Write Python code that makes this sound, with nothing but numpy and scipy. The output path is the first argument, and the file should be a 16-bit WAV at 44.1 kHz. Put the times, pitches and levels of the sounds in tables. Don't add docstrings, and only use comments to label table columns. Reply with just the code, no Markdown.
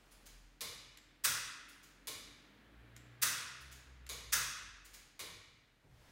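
import sys
import numpy as np
from scipy import signal
from scipy.fft import rfft, irfft
from scipy.io import wavfile

SR = 44100
rng = np.random.default_rng(int(sys.argv[2]) if len(sys.argv) > 2 else 0)


def bounce(signal):
    frames = np.transpose(np.atleast_2d(signal))
    limited = np.clip(frames, -1, 1)
    pcm = np.round(limited * 32767).astype(np.int16)
    wavfile.write(sys.argv[1], SR, pcm)


N = 269627

# start in seconds, level in dB, tilt in dB/octave, main ring in Hz, its lift in dB.
TRIPS = [(1.2434, -6, 0, 8640, 2.5), (3.2220, -6, 0, 9600, 1.5), (4.3270, -6.5, -0.13, 6370, 3.5)]
RESETS = [(.6072, -18, 0.9, 5270, 3.5), (2.0712, -19, 1.35, 4000, -1.5), (4.0910, -20, 0.2, 6650, 6.5),
          (5.1927, -21, 0, 2160, 3.5)]
LATCHES = [(0.258, -31, 0, 6350, 5), (1.829, -35, 0, 6400, 5), (3.715, -30, 0.012, 6500, 4),
           (4.935, -28.5, 0.007, 6460, 5)]
# frequency in Hz, level in dB, t60 in seconds.
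SPRING_MODES = [(2223, -57.5, 0.5), (2236, -40, 0.56), (2373, -43, 0.54), (3485, -51, 0.78),
                (3780, -48.5, 0.76), (4030, -49.5, 0.58), (3940, -45.5, 0.74), (4030, -47, 1.0),
                (4740, -47, .9), (6600, -46.5, 0.99)]
# direct, early and tail level in dB.
FAR_PATH_DB = (-14, -8.5, -3)


def breaker_trips():
    # frequency in Hz, level in dB.
    colour = [(25, -44.5), (60, -11), (120, -8.5), (190, -12), (400, -14), (600, -9.5), (780, -14.5),
              (1050, -1), (1400, 3), (2800, -3), (6300, 0.5), (9000, -1), (13000, -5), (15500, 0.5)]
    # frequency in Hz, width in Hz, lift in dB.
    case_modes = [(480, 50, 5), (1264, 30, 3), (1421, 25, 4), (1670, 25, 4), (1838, 25, 3), (2010, 80, 3),
                  (2260, 180, -4), (2560, 200, 4), (2935, 50, 4), (3080, 260, -4), (3302, 30, 5),
                  (3389, 45, 5), (3680, 130, 3), (4380, 300, -2), (4820, 110, 4), (5190, 100, 3),
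                  (5583, 35, 4), (5764, 35, 3), (5965, 70, 4), (6335, 40, 4), (7208, 50, 5),
                  (7550, 450, -4), (7982, 50, 6), (8490, 100, 4), (9250, 80, 5), (11850, 450, 4),
                  (13200, 900, -2), (14354, 30, 6)]
    # delay in seconds, level in dB.
    contacts = [(-.0055, -5.5), (-.003, 1.5), (0, 10.5)]
    # frequency in Hz, level in dB, t60 in seconds.
    frame_modes = [(1421, -51, 1.2), (1490, -54, 1.2), (1670, -51, 1.2), (1838, -54, 1.1), (1986, -52, 1.1),
                   (2034, -52, 1.1), (2590, -50, 1.2), (3389, -50, 1.0), (3720, -50, 1.2), (5583, -49, .85),
                   (6335, -49, .8), (7984, -51, .65)]
    path_db = (-13, -5, -1.5)
    blows = clacks(TRIPS, colour, case_modes, contacts, path_db, ring_width_hz=940)
    return blows + ring(TRIPS, frame_modes, spread_db=6.0)


def wall_shake(swell_s=0.038):
    # frequency in Hz, level in dB.
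    modes = [(58, -58.5), (92, -49.5), (108, -58), (128, -44.5)]
    out, t = np.zeros(N), np.arange(SR) / SR
    envelope = (t / swell_s) ** 2 * np.exp(-t / swell_s)
    for start_s, db, *_ in TRIPS:
        for (hz, mode_db), cycles in zip(modes, rng.random(len(modes))):
            add(out, start_s, amp(db + mode_db) * envelope * np.sin(2 * np.pi * (hz * t + cycles)))
    return out


def breaker_resets():
    # frequency in Hz, level in dB.
    colour = [(25, -22.5), (55, 4), (110, 7), (220, -6.5), (480, 0.5), (800, -8.5), (1100, -1.5),
              (1500, -4.5), (2300, -1.5), (4000, 0.5), (5800, -3), (8200, -6), (10800, -5), (15500, -11)]
    # frequency in Hz, width in Hz, lift in dB.
    case_modes = [(470, 70, 4), (1080, 150, 2), (1590, 140, -4), (2280, 260, 4), (2660, 260, -7),
                  (2960, 60, 7), (3130, 220, -6), (3480, 70, 4), (3750, 220, 4), (4070, 70, 3),
                  (4300, 60, 4), (4500, 200, -4), (4740, 90, 6), (5420, 250, -3), (6210, 50, 4),
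                  (6560, 100, 3), (7210, 90, 6), (10350, 400, 2)]
    # delay in seconds, level in dB.
    contacts = [(0.00054, 10.57)]
    # frequency in Hz, level in dB, t60 in seconds.
    hollow_modes = [(435, -42.5, 0.49), (474.5, -40, 0.35), (510, -56.5, .55), (617, -46, 0.8),
                    (1073, -36, 0.4)]
    path_db = (-12, -8.5, -2)
    snaps = clacks(RESETS, colour, case_modes, contacts, path_db, ring_width_hz=470)
    springs = ring(RESETS, SPRING_MODES, spread_db=-0.5)
    return snaps + springs + ring(RESETS, hollow_modes, spread_db=0.5)


def lever_clicks():
    nudges = [(.112, -37, 0, 10300, 8.8), (1.685, -34, 0, 10530, 7.4), (3.606, -36, 0, 10400, 8.9),
              (4.848, -32, 0.012, 6540, 4)]
    # frequency in Hz, level in dB.
    colour = [(200, -3.5), (1000, -5.5), (2500, -2.5), (4500, -2), (7000, -5), (9000, -4), (12000, -7.5),
              (15500, -5.5)]
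    # frequency in Hz, width in Hz, lift in dB.
    modes = [(2215, 150, 1), (3740, 250, -4), (5090, 250, 2.5), (7000, 330, 6)]
    # delay in seconds, level in dB.
    contacts = [(0, 5.4), (.005, 5.4)]
    clicks = clacks(nudges + LATCHES, colour, modes, contacts, FAR_PATH_DB, ring_width_hz=740)
    return clicks + ring(LATCHES, SPRING_MODES, spread_db=-0.5)


def tester_relay(spring_gain_db=3):
    blows = [(.9720, -44.5, 0.0097, 7500, 6), (2.9632, -44, 0.0069, 7223, 6), (4.0647, -44.5, 0, 7400, 6)]
    # frequency in Hz, level in dB.
    colour = [(300, -17.5), (1000, -5.5), (1900, 9), (3500, 2), (7000, -1.5), (9000, -6), (13000, -7),
              (15500, -16.5)]
    # delay in seconds, level in dB.
    contacts = [(0, 5.1), (.002, 12)]
    # frequency in Hz, level in dB, t60 in seconds.
    spring = [(7250, -34, .42), (7470, -32, .45), (7610, -33, .42), (7830, -33, .42), (13050, -37, .25)]
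    path_db = (2.5, -4, -3)
    ticks = clacks(blows, colour, [], contacts, path_db, ring_width_hz=600)
    return ticks + amp(spring_gain_db) * ring(blows, spring, spread_db=0.5)


def floor_bumps(width_hz=60, lift_db=9):
    # start in seconds, level in dB, boom in Hz.
    bumps = [(4.599, -29, 52), (5.83, -24, 132)]
    # frequency in Hz, level in dB.
    colour = [(25, -16), (52, -1), (90, -2.5), (135, -7.5), (200, -17), (500, -16.5), (2000, -36),
              (15000, -64)]
    out = np.zeros(N)
    for start_s, db, boom_hz in bumps:
        thud = impact(colour, [(boom_hz, width_hz, lift_db)], tilt_db=0)
        add(out, start_s, amp(db) * signal.fftconvolve(thud, room(*FAR_PATH_DB)))
    return out


def vehicle(waver=0.014, flutter_db=2.5, rumble_db=-12, overtone_db=-7.5, octave_db_per_db=0.4):
    # time in seconds, firing rate in Hz.
    firing = [(0.6, 42.2), (2.32, 47.8), (2.67, 56.0), (3.78, 66.1), (4.18, 59.87), (5.1, 40.72)]
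    # time in seconds, level in dB.
    throttle = [(0.0, -72), (0.36, -64.5), (0.97, -71), (2.62, -73), (2.82, -64), (3.49, -79.5),
                (3.68, -60), (4.37, -60), (5.5, -78), (6.11, -80)]
    # frequency in Hz, level in dB.
    rumble = [(25, -32), (42, -0.5), (70, -5), (140, -2.5), (300, -32.5), (1000, -81.5)]
    boom = [(25, -30), (110, -12), (160, -5), (180, -9), (205, 1), (228, -5), (255, 0), (275, -2), (302, 3),
            (325, -7), (400, -11), (600, -13), (1200, -35)]
    tyres = [(200, -22), (400, 3), (750, -2.5), (1100, 0), (1700, 4), (2700, -3), (4000, -8),
             (15000, -61.5)]
    drift = [(4, 0), (12, -14), (40, -100)]
    firing_hz, exhaust_db = curve(firing), curve(throttle)
    phase = 2 * np.pi * np.cumsum(firing_hz * (1 + waver * noise(drift))) / SR

    def tone(order):
        return np.sqrt(2) * np.sin(order * phase) * amp(flutter_db * noise(drift))

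    exhaust = amp(exhaust_db) * (tone(1) + amp(rumble_db) * noise(rumble))
    room_mode_db = resonance_db(2 * firing_hz, centre_hz=120, width_hz=12, lift_db=10)
    octave = amp(room_mode_db + octave_db_per_db * (exhaust_db - exhaust_db.max())) * tone(2)
    overtones = sum(amp(at_hz(boom, order * firing_hz)) * tone(order) for order in range(3, 8))
    drone = noise(boom) + amp(overtone_db) * overtones
    return (exhaust
            + octave * passing(peak_s=3.2, db=-64, approach_s=0.14, retreat_s=0.22)
            + drone * passing(peak_s=2.55, db=-69.5, approach_s=0.8, retreat_s=0.7)
            + noise(tyres) * passing(peak_s=3.4, db=-66.5, approach_s=1.1, retreat_s=0.62))


def sleeve_rustle():
    # peak time in seconds, level in dB, half length in seconds.
    brushes = [(0.153, -68.5, 0.36), (6.12, -65.5, 0.2)]
    # frequency in Hz, level in dB.
    colour = [(100, 13.5), (700, 9.5), (2000, 6.5), (5000, 1), (10000, -6), (15500, -10)]
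    t = np.arange(N) / SR
    envelope = sum(amp(db) * np.exp(-((t - peak_s) / half_s) ** 2) for peak_s, db, half_s in brushes)
    return envelope * noise(colour)


def hiss(level_db=-78):
    # frequency in Hz, level in dB.
    colour = [(20, -24), (45, 6), (90, 6.5), (130, 17.5), (175, 4), (500, 1.5), (750, 3), (1100, -5.5),
              (3000, -11.5), (6000, -9.5), (15000, -17.5)]
    return amp(level_db) * noise(colour)


def clacks(blows, colour, modes, contacts, path_db, ring_width_hz):
    out = np.zeros(N)
    for start_s, db, tilt_db, ring_hz, lift_db in blows:
        click = impact(colour, modes + [(ring_hz, ring_width_hz, lift_db)], tilt_db)
        for delay_s, contact_db in contacts:
            add(out, start_s + delay_s, amp(db + contact_db) * signal.fftconvolve(click, room(*path_db)))
    return out


def impact(colour, modes, tilt_db, size=4096):
    hz = np.fft.rfftfreq(size, 1 / SR)
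    db = at_hz(colour, hz) + tilt_db * np.log2((hz + 300) / 4000)
    db += sum(resonance_db(hz, *mode) for mode in modes)
    log_gain = np.log(amp(np.r_[db, db[-2:0:-1]]))
    spectrum = np.exp(np.conj(signal.hilbert(log_gain)))
    return unit(np.fft.ifft(spectrum).real)


def ring(blows, modes, spread_db, rise_s=0.012):
    out, t = np.zeros(N), np.arange(SR) / SR
    swell = 1 - np.exp(-t / rise_s)
    for start_s, db, *_ in blows:
        for (hz, mode_db, t60_s), (offset, phase) in zip(modes, rng.uniform(-1.1, 1, (len(modes), 2))):
            envelope = swell * amp(db + mode_db + spread_db * offset - 60 * t / t60_s)
            add(out, start_s, envelope * np.sin(2 * np.pi * hz * t + np.pi * phase))
    return out


def room(direct_db, early_db, tail_db, first_s=0.0044, last_s=0.016, beam_hz=1500):
    # frequency in Hz, t60 in seconds.
    t60_s = [(100, 1.4), (500, 0.77), (1400, 1.18), (2700, 1.23), (4000, 1.007), (6000, 0.85), (8000, 0.68),
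             (11000, 0.54), (15500, 0.37)]
    t = np.arange(3 * SR // 2) / SR
    hz, frame_s, bands = signal.stft(rng.standard_normal(len(t)), SR, nperseg=256)
    build = (1 - np.exp(-frame_s / (0.0018 + 2.2 / (hz[:, None] + 50)))) ** 2
    decay = amp(-60 * frame_s / at_hz(t60_s, hz)[:, None])
    tail = signal.istft(bands * build * decay, SR, nperseg=256)[1][:len(t)]
    early = rng.standard_normal(len(t)) * ((t > first_s) & (t < last_s))
    direct = rng.standard_normal(len(t)) * np.exp(-t / 0.0021)
    near = amp(direct_db) * unit(direct) + amp(early_db) * unit(early)
    near = signal.lfilter(*signal.butter(1, beam_hz, "high", fs=SR), near)
    return near + amp(tail_db) * unit(tail)


def passing(peak_s, db, approach_s, retreat_s):
    t = np.arange(N) / SR - peak_s
    return amp(db) / np.hypot(1, t / np.where(t < 0, approach_s, retreat_s))


def resonance_db(hz, centre_hz, width_hz, lift_db):
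    return lift_db / (1 + (2 * (hz - centre_hz) / width_hz) ** 2)


def noise(colour):
    shaped = rfft(rng.standard_normal(N)) * amp(at_hz(colour, np.fft.rfftfreq(N, 1 / SR)))
    return unit(irfft(shaped, N)) * np.sqrt(N)


def amp(db):
    return 10 ** (np.asarray(db) / 20)


def unit(x):
    return x / np.sqrt(np.sum(x ** 2) + 1e-20)


def at_hz(points, hz):
    points_hz, values = np.transpose(points)
    return np.interp(np.log(hz + 1), np.log(points_hz + 1), values)


def curve(points):
    return np.interp(np.arange(N) / SR, *np.transpose(points))


def add(mix, start_s, sound):
    part = mix[round(start_s * SR):][:len(sound)]
    part += sound[:len(part)]


def scene():
    breaker = breaker_trips() + wall_shake() + breaker_resets() + lever_clicks()
    return (breaker + tester_relay() + floor_bumps() + vehicle() + sleeve_rustle() + hiss())[None]


def record(dry):
    edge_hz = 15850
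    taps = signal.firwin(401, edge_hz, window=("kaiser", 8), fs=SR)
    return signal.oaconvolve(dry, taps[None], "same")


dry = scene()
out = record(dry)
bounce(out)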